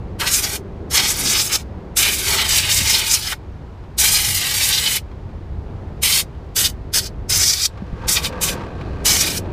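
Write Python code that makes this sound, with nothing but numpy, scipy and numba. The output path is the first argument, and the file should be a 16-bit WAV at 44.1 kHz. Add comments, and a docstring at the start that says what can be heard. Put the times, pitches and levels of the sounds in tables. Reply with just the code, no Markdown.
"""Blow gun bursts at a shed door

Eleven bursts from a compressed-air blow gun clean a heater: filtered noise shares one valve flow, and the
aim balances free-jet hiss, pitched edge hiss, splash on the casing and roar in hollows. Short swells of
pitched hiss add edge chirps, low hollow gusts and a small spit on opening.
A low rumble with a drone, a rushing and open-air hiss go on throughout; a hum swells twice.
Decaying sines make soft bumps, noise taps make ticks; near the end the hose drags over ringing steel."""
import sys
import numpy as np
from scipy import signal
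from scipy.fft import rfft, irfft, next_fast_len
from scipy.io import wavfile
from scipy.ndimage import uniform_filter1d
from numba import njit

SR = 44100
rng = np.random.default_rng(int(sys.argv[2]) if len(sys.argv) > 2 else 0)


def inscribe(sig):
    """Save sig as 16-bit PCM at rate SR to the path in sys.argv[1].

    A 1-D sig is mono; a 2-D sig holds one channel per row.
    Samples are clipped to [-1, 1] before scaling.
    """
    pcm = np.round(np.clip(np.atleast_2d(sig).T, -1, 1) * 32767)
    wavfile.write(sys.argv[1], SR, pcm.astype(np.int16))


N = 419832

# Table levels are relative; the functions add trims. Spectra are scaled to rms 1.
# rumble and rushing drift: (time [s], level [dB])
RUMBLE_LEVEL = [(0, -28.5), (.45, -33.5), (1.25, -32.5), (1.85, -33), (2.15, -32), (2.8, -30), (3.3, -36),
                (3.6, -33.5), (4.3, -31.5), (4.8, -33.5), (5.2, -30.5), (5.7, -28.5), (6.2, -33.5),
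                (7.38, -26.5), (7.52, -37.5), (7.95, -31), (9.2, -28), (9.5, -29.5)]
RUSH_LEVEL = [(0, -37.5), (.7, -36.5), (2.3, -37.5), (3.3, -44), (4.1, -41.5), (4.8, -41.5), (6, -38),
              (6.3, -42), (7.25, -37), (7.6, -45.5), (8.05, -37.5), (8.5, -35), (9.3, -30.5)]
# spectra of rumble, rushing, open air: (frequency [Hz], density [dB])
RUMBLE_SPECTRUM = [(15, -17.5), (30, -4.5), (48, -3.5), (68, 2.5), (92, -6), (112, -5.5), (150, -9),
                   (230, -27), (500, -63), (3000, -90.5)]
RUSH_SPECTRUM = [(80, -16), (150, -1), (200, 2.5), (250, -2.5), (400, -2), (540, -8), (850, -13.5),
                 (1050, -19.5), (2000, -29), (4000, -49.5), (12000, -83)]
AIR_SPECTRUM = [(300, -9), (900, 8), (1500, -1), (2200, -5.5), (4400, -13), (7000, -22), (10000, -29.5),
                (15000, -35)]
# hum swells: (centre time [s], level [dB], pitch [Hz], Gaussian sigma [s])
SWELLS = [(0.578, -38, 401, 0.13), (2.256, -34.5, 391, 0.1)]
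# hose drag: (time [s], level [dB])
DRAG_LEVEL = [(7.7, -51.5), (7.9, -46), (8.07, -36.5), (8.3, -39.5), (8.58, -34), (8.72, -42.5),
              (9.2, -40.5), (9.5, -45)]
# friction spectrum of hose and sleeve: (frequency [Hz], density [dB])
RUSTLE_SPECTRUM = [(60, -3), (150, 2), (500, -4), (1100, -3.5), (2000, -6.5), (4000, -11.5), (6000, -19),
                   (10000, -31), (15000, -44.5)]
# steel resonances: (frequency [Hz], width [Hz], level [dB])
STEEL = [(172, 32, 0.5), (314, 82, -6), (505, 52, 3), (693, 110, -2), (917, 69, -3), (1123, 88, -2),
         (1560, 53, -1), (2460, 140, -12), (4250, 460, -20)]
# light ticks of hose and tool: (time [s], level [dB])
TICKS = [(3.838, -43.5), (5.114, -40.5), (5.29, -46.5), (6.349, -44), (7.774, -35), (8.018, -39),
         (8.326, -27), (8.607, -32), (8.811, -29.5), (9.455, -40.5)]
# tick spectrum: (frequency [Hz], density [dB])
TICK_SPECTRUM = [(300, -3), (1200, 10), (4000, -2), (9000, -24), (15000, -32)]
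# soft bumps: (time [s], level [dB], pitch [Hz], t60 [s])
BUMPS = [(2.815, -14.5, 170, 0.037), (7.822, -15, 190, 0.049), (7.93, -12.5, 65, 0.087),
         (7.929, -14, 150, 0.064), (8.061, -16, 64.3, 0.087)]
# trigger pulls: (open time [s], release time [s], free jet level [dB], edge pitch [Hz],
# edge width / pitch [1], hollow roar re splash [dB])
PULLS = [(.205, 0.562, -29, 5500, .65, -7), (0.915, 1.61, -28.2, 5500, 0.75, -7.5),
         (1.975, 3.331, -26.4, 5200, 0.84, -11.5), (3.991, 4.971, -24.5, 5060, 0.97, -13.5),
         (6.034, 6.204, -22, 4620, .8, -17.5), (6.569, 6.699, -23, 5100, .65, -7),
         (6.943, 7.069, -26, 4500, .6, -4.5), (7.304, 7.657, -27, 5020, .53, -8.5),
         (8.088, 8.266, -31, 4800, .7, -8.5), (8.42, 8.534, -29, 5300, 0.94, -10),
         (9.06, 9.38, -27.5, 5100, .75, -7.5)]
# trigger eased: (start [s], end [s], flow change [dB])
EASED = [(1.571, 1.66, -19), (6.676, 6.757, -15), (7, 7.131, -14.5), (8.192, 8.23, -0.5), (8.5, 8.59, -9.5)]
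# nozzle aim, one list per pull: (time [s], edge hiss level [dB], splash level [dB])
AIM = [
    [(0.221, -27, -21), (0.253, -34, -27.5), (0.276, -19.5, -19), (0.294, -30, -30), (0.342, -11.5, -25.5),
     (0.419, -31.5, -33), (0.442, -19.5, -26.5), (0.463, -28.5, -30.5), (0.563, -28, -31.5)],
    [(0.927, -27, -28.5), (0.95, -13.5, -18.5), (1.009, -21.5, -17.5), (1.11, -17, -27.0),
     (1.153, -28, -32.0), (1.285, -19, -27), (1.356, -20, -20), (1.398, -14, -23.5), (1.458, -23.5, -38),
     (1.512, -30.5, -28.5), (1.531, -16, -24), (1.562, -17.5, -24.5)],
    [(1.979, -17, -21.5), (2.076, -23, -20.5), (2.154, -29.5, -32.5), (2.248, -29, -27.5),
     (2.288, -19, -20.5), (2.473, -29.5, -23.0), (2.493, -17.5, -20.5), (2.597, -18.0, -20.5),
     (2.62, -26.5, -25), (2.688, -28.5, -23.0), (2.706, -18.5, -22.5), (2.768, -18.5, -25),
     (2.826, -27, -24), (2.91, -16, -20), (3.041, -28, -24.5), (3.138, -14, -23.5), (3.205, -36.0, -34),
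     (3.332, -31, -27)],
    [(3.994, -20, -27), (4.032, -19.5, -20.5), (4.165, -20.0, -25), (4.194, -23, -22.5),
     (4.362, -23, -28.5), (4.444, -27, -24), (4.655, -21, -24.0), (4.772, -25.5, -25.5),
     (4.969, -23.5, -23)],
    [(6.038, -21.5, -18.5), (6.2, -19, -20)],
    [(6.584, -19, -25.5), (6.66, -21, -27.5)],
    [(6.944, -16.5, -28), (6.99, -16.0, -27.5)],
    [(7.331, -17.0, -26), (7.482, -13.5, -28.5), (7.564, -23.5, -32.5), (7.639, -20.0, -32.5)],
    [(8.092, -17.5, -26.5), (8.147, -22, -33.0), (8.176, -21.5, -20.5), (8.215, -41.5, -37),
     (8.25, -23.5, -23.5)],
    [(8.448, -24, -33), (8.491, -23.5, -29)],
    [(9.068, -15.5, -22.5), (9.209, -18.5, -27.0), (9.257, -22.5, -25), (9.352, -31.0, -36.5)],
]
# short swells of pitched hiss (edge chirps, low hollow gusts, a small spit on opening):
# (centre time [s], level [dB], pitch [Hz], Gaussian sigma [s])
HISS_SWELLS = [(0.217, -23, 2400, 0.0062), (0.236, -22.5, 1150, .018), (0.295, -28, 6000, 0.0073),
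               (0.334, -20, 7200, 0.014), (0.982, -18, 5600, 0.0062), (1.2, -20, 10000, .01),
               (1.534, -25, 4960, 0.0046), (1.555, -18, 4600, 0.004), (2.366, -26, 1100, 0.074),
               (2.405, -16, 2860, 0.022), (2.588, -18, 4030, 0.0054), (2.716, -11.5, 3800, 0.0029),
               (2.95, -12.5, 4170, 0.0083), (3.113, -20, 6900, 0.0078), (3.236, -27, 4200, 0.023),
               (3.275, -23, 4500, .006), (3.33, -20, 1250, 0.0063), (4.16, -15, 4480, .007),
               (4.691, -12.5, 9550, 0.0029), (4.74, -13, 4170, 0.015), (4.784, -14, 4050, 0.0084),
               (4.869, -14, 3500, .01), (4.962, -16.5, 11400, .005), (6.128, -17.5, 4400, 0.013),
               (6.155, -16.5, 8440, .016), (6.656, -13.5, 4380, 0.012), (7.658, -12.5, 5100, 0.0056),
               (8.094, -11.5, 7500, 0.0031), (8.17, -12, 3600, 0.0045), (8.417, -29, 6900, .002),
               (8.491, -21.5, 2700, 0.0045), (9.377, -21.5, 5620, 0.0055)]
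# spectra of free jet, splash on casing, air caught in hollows: (frequency [Hz], density [dB])
JET_SPECTRUM = [(100, -40), (300, -21), (1500, -11), (3000, -6), (6000, 0.5), (9000, 3), (12000, -1),
                (15000, -2), (16000, -19.5)]
SPLASH_SPECTRUM = [(300, -49.5), (1000, -15), (1700, -8), (2000, -2.5), (2400, 4), (3600, -3), (4300, -2),
                   (5500, -13.5), (9000, -31.5)]
HOLLOW_SPECTRUM = [(60, -38.5), (150, -20), (350, -4.5), (650, -6.5), (880, -1.5), (1050, -8), (1400, -3.5),
                   (1750, 0), (2600, -24.5), (5000, -41.5)]
# casing resonances and dips: (frequency [Hz], width [Hz], gain [dB])
CASING = [(890, 46, 1), (1026, 90, -8.5), (1540, 90, 1.5), (1780, 100, -6.5), (1922, 75, 4.5),
          (2420, 200, 0), (2680, 250, -5.5), (3035, 100, 3), (3670, 110, 4), (5230, 160, 2.5),
          (5930, 130, -1), (7840, 240, 1.5), (11700, 250, 2.5)]
# near surfaces mirroring the jet: (mean delay [ms], amplitude share [1])
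MIRRORS = [(.9, 0.27), (1.7, .2), (2.9, 0.22), (4.7, 0.22), (7.3, 0.16)]


def undb(db):
    """Decibels to amplitude gain."""
    return 10 ** (np.asarray(db) / 20)


def unit(x):
    """Scale to rms 1."""
    return x / np.sqrt(np.mean(x ** 2))


def curves(table):
    """Join each column of (time, ..) rows by straight lines."""
    time_s, *columns = np.transpose(table)
    return [np.interp(np.arange(N) / SR, time_s, column) for column in columns]


def colour(x, spectrum):
    """Filter by a spectrum interpolated over log frequency; rms 1."""
    hz, db = np.transpose(spectrum)
    size = next_fast_len(N, real=True)
    bin_hz = np.maximum(np.fft.rfftfreq(size, 1 / SR), 1)
    gain = undb(np.interp(np.log(bin_hz), np.log(hz), db))
    return unit(irfft(rfft(x, size) * gain, size)[:N])


def noise(spectrum):
    """Noise with a given spectrum; rms 1."""
    return colour(rng.standard_normal(N), spectrum)


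def walk(rate_hz):
    """Random levels, held one period and smoothed twice; rms 1."""
    hold = int(SR / rate_hz)
    steps = np.repeat(rng.standard_normal(N // hold + 1), hold)
    smooth = uniform_filter1d(uniform_filter1d(steps, hold), hold)
    return unit(smooth[:N])


def ring(x, hz, width_hz):
    """Fixed resonance, gain 1 at its centre."""
    return signal.lfilter(*signal.iirpeak(hz, hz / width_hz, fs=SR), x)


def ringing_noise(length, hz, width_hz, second_width):
    """Noise through two resonances, the second wider by a factor; rms 1."""
    once = ring(rng.standard_normal(length), hz, width_hz)
    return unit(ring(once, hz, second_width * width_hz))


@njit
def sweep(x, hz, relative_width):
    """State-variable band-pass with moving centre and moving relative width."""
    y, band, low = np.empty(len(x)), 0., 0.
    for i in range(len(x)):
        g = np.tan(np.pi * hz[i] / SR)
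        v = (band + g * (x[i] - low)) / (1 + g * (g + relative_width[i]))
        band, low, y[i] = 2 * v - band, low + 2 * g * v, relative_width[i] * v
    return y


def rumble(noise_trim_db=-.5, drone_db=-7.0, drone_hz=93.45, drone_width_hz=4., throb_rms_db=1.0):
    """Deep noise plus a wavering narrow-band drone, throbbing and drifting together."""
    drone = ringing_noise(N, drone_hz, drone_width_hz, 3)
    mix = undb(noise_trim_db) * noise(RUMBLE_SPECTRUM) + undb(drone_db) * drone
    return mix * undb(curves(RUMBLE_LEVEL)[0] + throb_rms_db * walk(18))


def rushing(trim_db=0.5, sway_rms_db=1.0):
    """Low-mid noise with a drifting, swaying level."""
    return noise(RUSH_SPECTRUM) * undb(curves(RUSH_LEVEL)[0] + trim_db + sway_rms_db * walk(14))


def hum_swells(width_hz=24.):
    """Wavering narrow-band hum under Gaussian envelopes."""
    t, out = np.arange(N) / SR, np.zeros(N)
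    for centre_s, db, hz, sigma_s in SWELLS:
        envelope = np.exp(-.5 * ((t - centre_s) / sigma_s) ** 2)
        out += undb(db) * ringing_noise(N, hz, width_hz, 3) * envelope
    return out


def open_air(level_db=-50.0, sway_rms_db=0.39):
    """Faint, slowly swaying hiss."""
    return noise(AIR_SPECTRUM) * undb(level_db + sway_rms_db * walk(2.3))


def background():
    """Sum of the rumble, rushing, hum swells and open air."""
    return rumble() + rushing() + hum_swells() + open_air()


def hose(grain_rms_db=2.0, jerk_rms_db=0.0, contact_rms_db=3.5, steel_trim_db=2.0, rustle_trim_db=-7.0):
    """Stick-slip of hose and sleeve: grainy noise, direct and through steel resonances."""
    grain = undb(grain_rms_db * walk(400) + jerk_rms_db * walk(25))
    slips = colour(rng.standard_normal(N) * grain, RUSTLE_SPECTRUM)
    # the contact point moves, so the resonances come and go
    modes = [undb(db + contact_rms_db * walk(12)) * ring(slips, hz, width_hz) for hz, width_hz, db in STEEL]
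    steel = unit(sum(modes))
    dragging = np.arange(N) / SR > DRAG_LEVEL[0][0]
    mix = undb(steel_trim_db) * steel + undb(rustle_trim_db) * slips
    return mix * undb(curves(DRAG_LEVEL)[0]) * dragging


def ticks(trim_db=-4.0, t60_s=0.063):
    """Light, dull taps: coloured noise under softened exponential decays."""
    taps = np.zeros(N)
    for time_s, db in TICKS:
        taps[int(time_s * SR)] = undb(db + trim_db)
    decay = np.exp(-np.log(1000) / (t60_s * SR))
    fading = signal.lfilter([1], [1, -decay], taps)
    return uniform_filter1d(fading, size=64) * noise(TICK_SPECTRUM)


def bumps():
    """Soft, quickly damped thuds: decaying sines."""
    out, t = np.zeros(N), np.arange(SR // 4) / SR
    for time_s, db, hz, t60_s in BUMPS:
        start = int(time_s * SR)
        decay = np.exp(-np.log(1000) * t / t60_s)
        out[start:start + len(t)] += undb(db) * np.sin(2 * np.pi * hz * t) * decay
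    return out


def nearest_pull():
    """Index of the closest trigger pull for every sample."""
    opened, released = np.transpose(PULLS)[:2]
    return np.searchsorted((released[:-1] + opened[1:]) / 2, np.arange(N) / SR)


def swing(db):
    """Level relative to its mean over the pull, in dB."""
    means = np.array([db[int(opened * SR):int(released * SR)].mean() for opened, released, *_ in PULLS])
    return db - means[nearest_pull()]


def valve(open_s=0.023, open_db=47.0, curve=1.6, close_db_per_s=882.0, ease_s=.02):
    """Air flow 0-1: builds up on the pull, drops when eased, dies away as the nozzle empties."""
    t, flow = np.arange(N) / SR, np.zeros(N)
    for opened, released, *_ in PULLS:
        near = (t > opened - .1) & (t < released + .12)
        early_s = np.maximum(opened - t[near], 0)  # flow is full at the open time
        late_s = np.maximum(t[near] - released, 0)
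        flow[near] += undb(-open_db * (early_s / open_s) ** curve - close_db_per_s * late_s)
    eased_db = sum(db * ((t > start) & (t < end)) for start, end, db in EASED)
    return flow * undb(uniform_filter1d(1. * eased_db, size=int(ease_s * SR)))


def hiss_swells(relative_width=0.26, least_width_hz=880.0):
    """Short swells of pitched hiss: band-passed noise under Gaussian envelopes."""
    out = np.zeros(N)
    t = np.arange(-SR // 10, SR // 10) / SR
    for centre_s, db, hz, sigma_s in HISS_SWELLS:
        hiss = ringing_noise(len(t), hz, least_width_hz + relative_width * hz, 2)
        start = int((centre_s + t[0]) * SR)
        out[start:start + len(t)] += undb(db) * hiss * np.exp(-.5 * (t / sigma_s) ** 2)
    return out


def edge_hiss(hz, relative_width, wander_rms=0.083):
    """The jet flaps on an edge, so its band of hiss wanders in pitch; rms 1."""
    hz = np.clip(hz * (1 + wander_rms * walk(60)), 1000, 12000)
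    once = sweep(rng.standard_normal(N), hz, relative_width)
    twice = sweep(once, hz, relative_width)
    return unit(twice / np.sqrt(hz * relative_width))  # offset the power change with bandwidth


def blow_gun(edge_trim_db=0.34, jet_trim_db=3.5, splash_trim_db=1.5, hollow_trim_db=2.5,
             flutter_rms_db=1.23, own_rms_db=1.5, jet_follows_edge=.9, jet_stir_limit_db=6.5,
             jet_lost_to_splash=0.38, hollow_steadiness=.25, bend_octaves=0.24, bend_db=10.5,
             sag_s=0.15, surge_db=5.5, surge_octaves=0.15):
    """Four kinds of turbulence share one air flow, balanced by the nozzle aim; short hiss swells are added."""
    opened, _, jet_db, hz, width, hollow_db = np.array(PULLS)[nearest_pull()].T
    edge_db, splash_db = curves(np.vstack(AIM))
    # pressure stored in the hose starts each burst louder and higher, then sags
    surge = np.exp(-np.maximum(np.arange(N) / SR - opened, 0) / sag_s)
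    # an edge stirs up the jet and raises its pitch; a flat face of the casing dulls both
    stir_db = jet_follows_edge * np.minimum(swing(edge_db), jet_stir_limit_db)
    stir_db = stir_db - jet_lost_to_splash * swing(splash_db)
    jet_db = jet_db + surge_db * surge + stir_db
    bend = np.tanh(swing(edge_db - splash_db) / bend_db)
    hz = hz * 2 ** (surge_octaves * surge + bend_octaves * bend)
    # the splash feeds the hollows, which swing less
    hollow_db = hollow_db + splash_db - hollow_steadiness * swing(splash_db)
    layers = [(edge_hiss(hz, width), edge_db + edge_trim_db),
              (noise(JET_SPECTRUM), jet_db + jet_trim_db),
              (noise(SPLASH_SPECTRUM), splash_db + splash_trim_db),
              (noise(HOLLOW_SPECTRUM), hollow_db + hollow_trim_db)]
    air = sum(sound * undb(db + own_rms_db * walk(70)) for sound, db in layers)
    return air * undb(flutter_rms_db * walk(160)) * valve() + hiss_swells()


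def casing(x, output_db=-2.0, aim_rms_db=2.0):
    """Resonances and dips of the casing, each varying as the aim moves."""
    out = x.copy()
    for hz, width_hz, db in CASING:
        out += (undb(db + aim_rms_db * walk(6.4)) - 1) * ring(x, hz, width_hz)
    return undb(output_db) * out


def mirrors(x, drift_rms=.16):
    """Near surfaces comb the hiss; delays drift as the hand moves."""
    n, out = np.arange(N), x.copy()
    for delay_ms, share in MIRRORS:
        delay = np.round(delay_ms * SR / 1000 * (1 + drift_rms * walk(2.5)))
        out += share * np.interp(n - delay, n, x)
    return out / np.sqrt(1 + sum(share ** 2 for _, share in MIRRORS))


def shed_tail(x, level_db=-29.0, t60_s=0.1):
    """Add a brief shed tail by convolution with decaying noise."""
    t = np.arange(SR // 4) / SR
    tail = rng.standard_normal(len(t)) * np.exp(-np.log(1000) * t / t60_s)
    return x + undb(level_db) * signal.fftconvolve(x, tail / np.linalg.norm(tail))[:N]


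def scene():
    """Mono sum in two equal channels; only the blow gun gets casing, mirrors and tail."""
    gun = shed_tail(mirrors(casing(blow_gun())))
    mono = background() + hose() + ticks() + bumps() + gun
    return np.array([mono, mono])


def record(dry, ceiling=1.6, top_hz=15400):
    """Round the highest peaks, then cut the top steeply."""
    rounded = ceiling * np.tanh(dry / ceiling)
    low_pass = signal.ellip(12, .2, 80, top_hz, fs=SR, output="sos")  # .2 dB ripple, 80 dB stop band
    return signal.sosfilt(low_pass, rounded)


dry = scene()
out = record(dry)
inscribe(out)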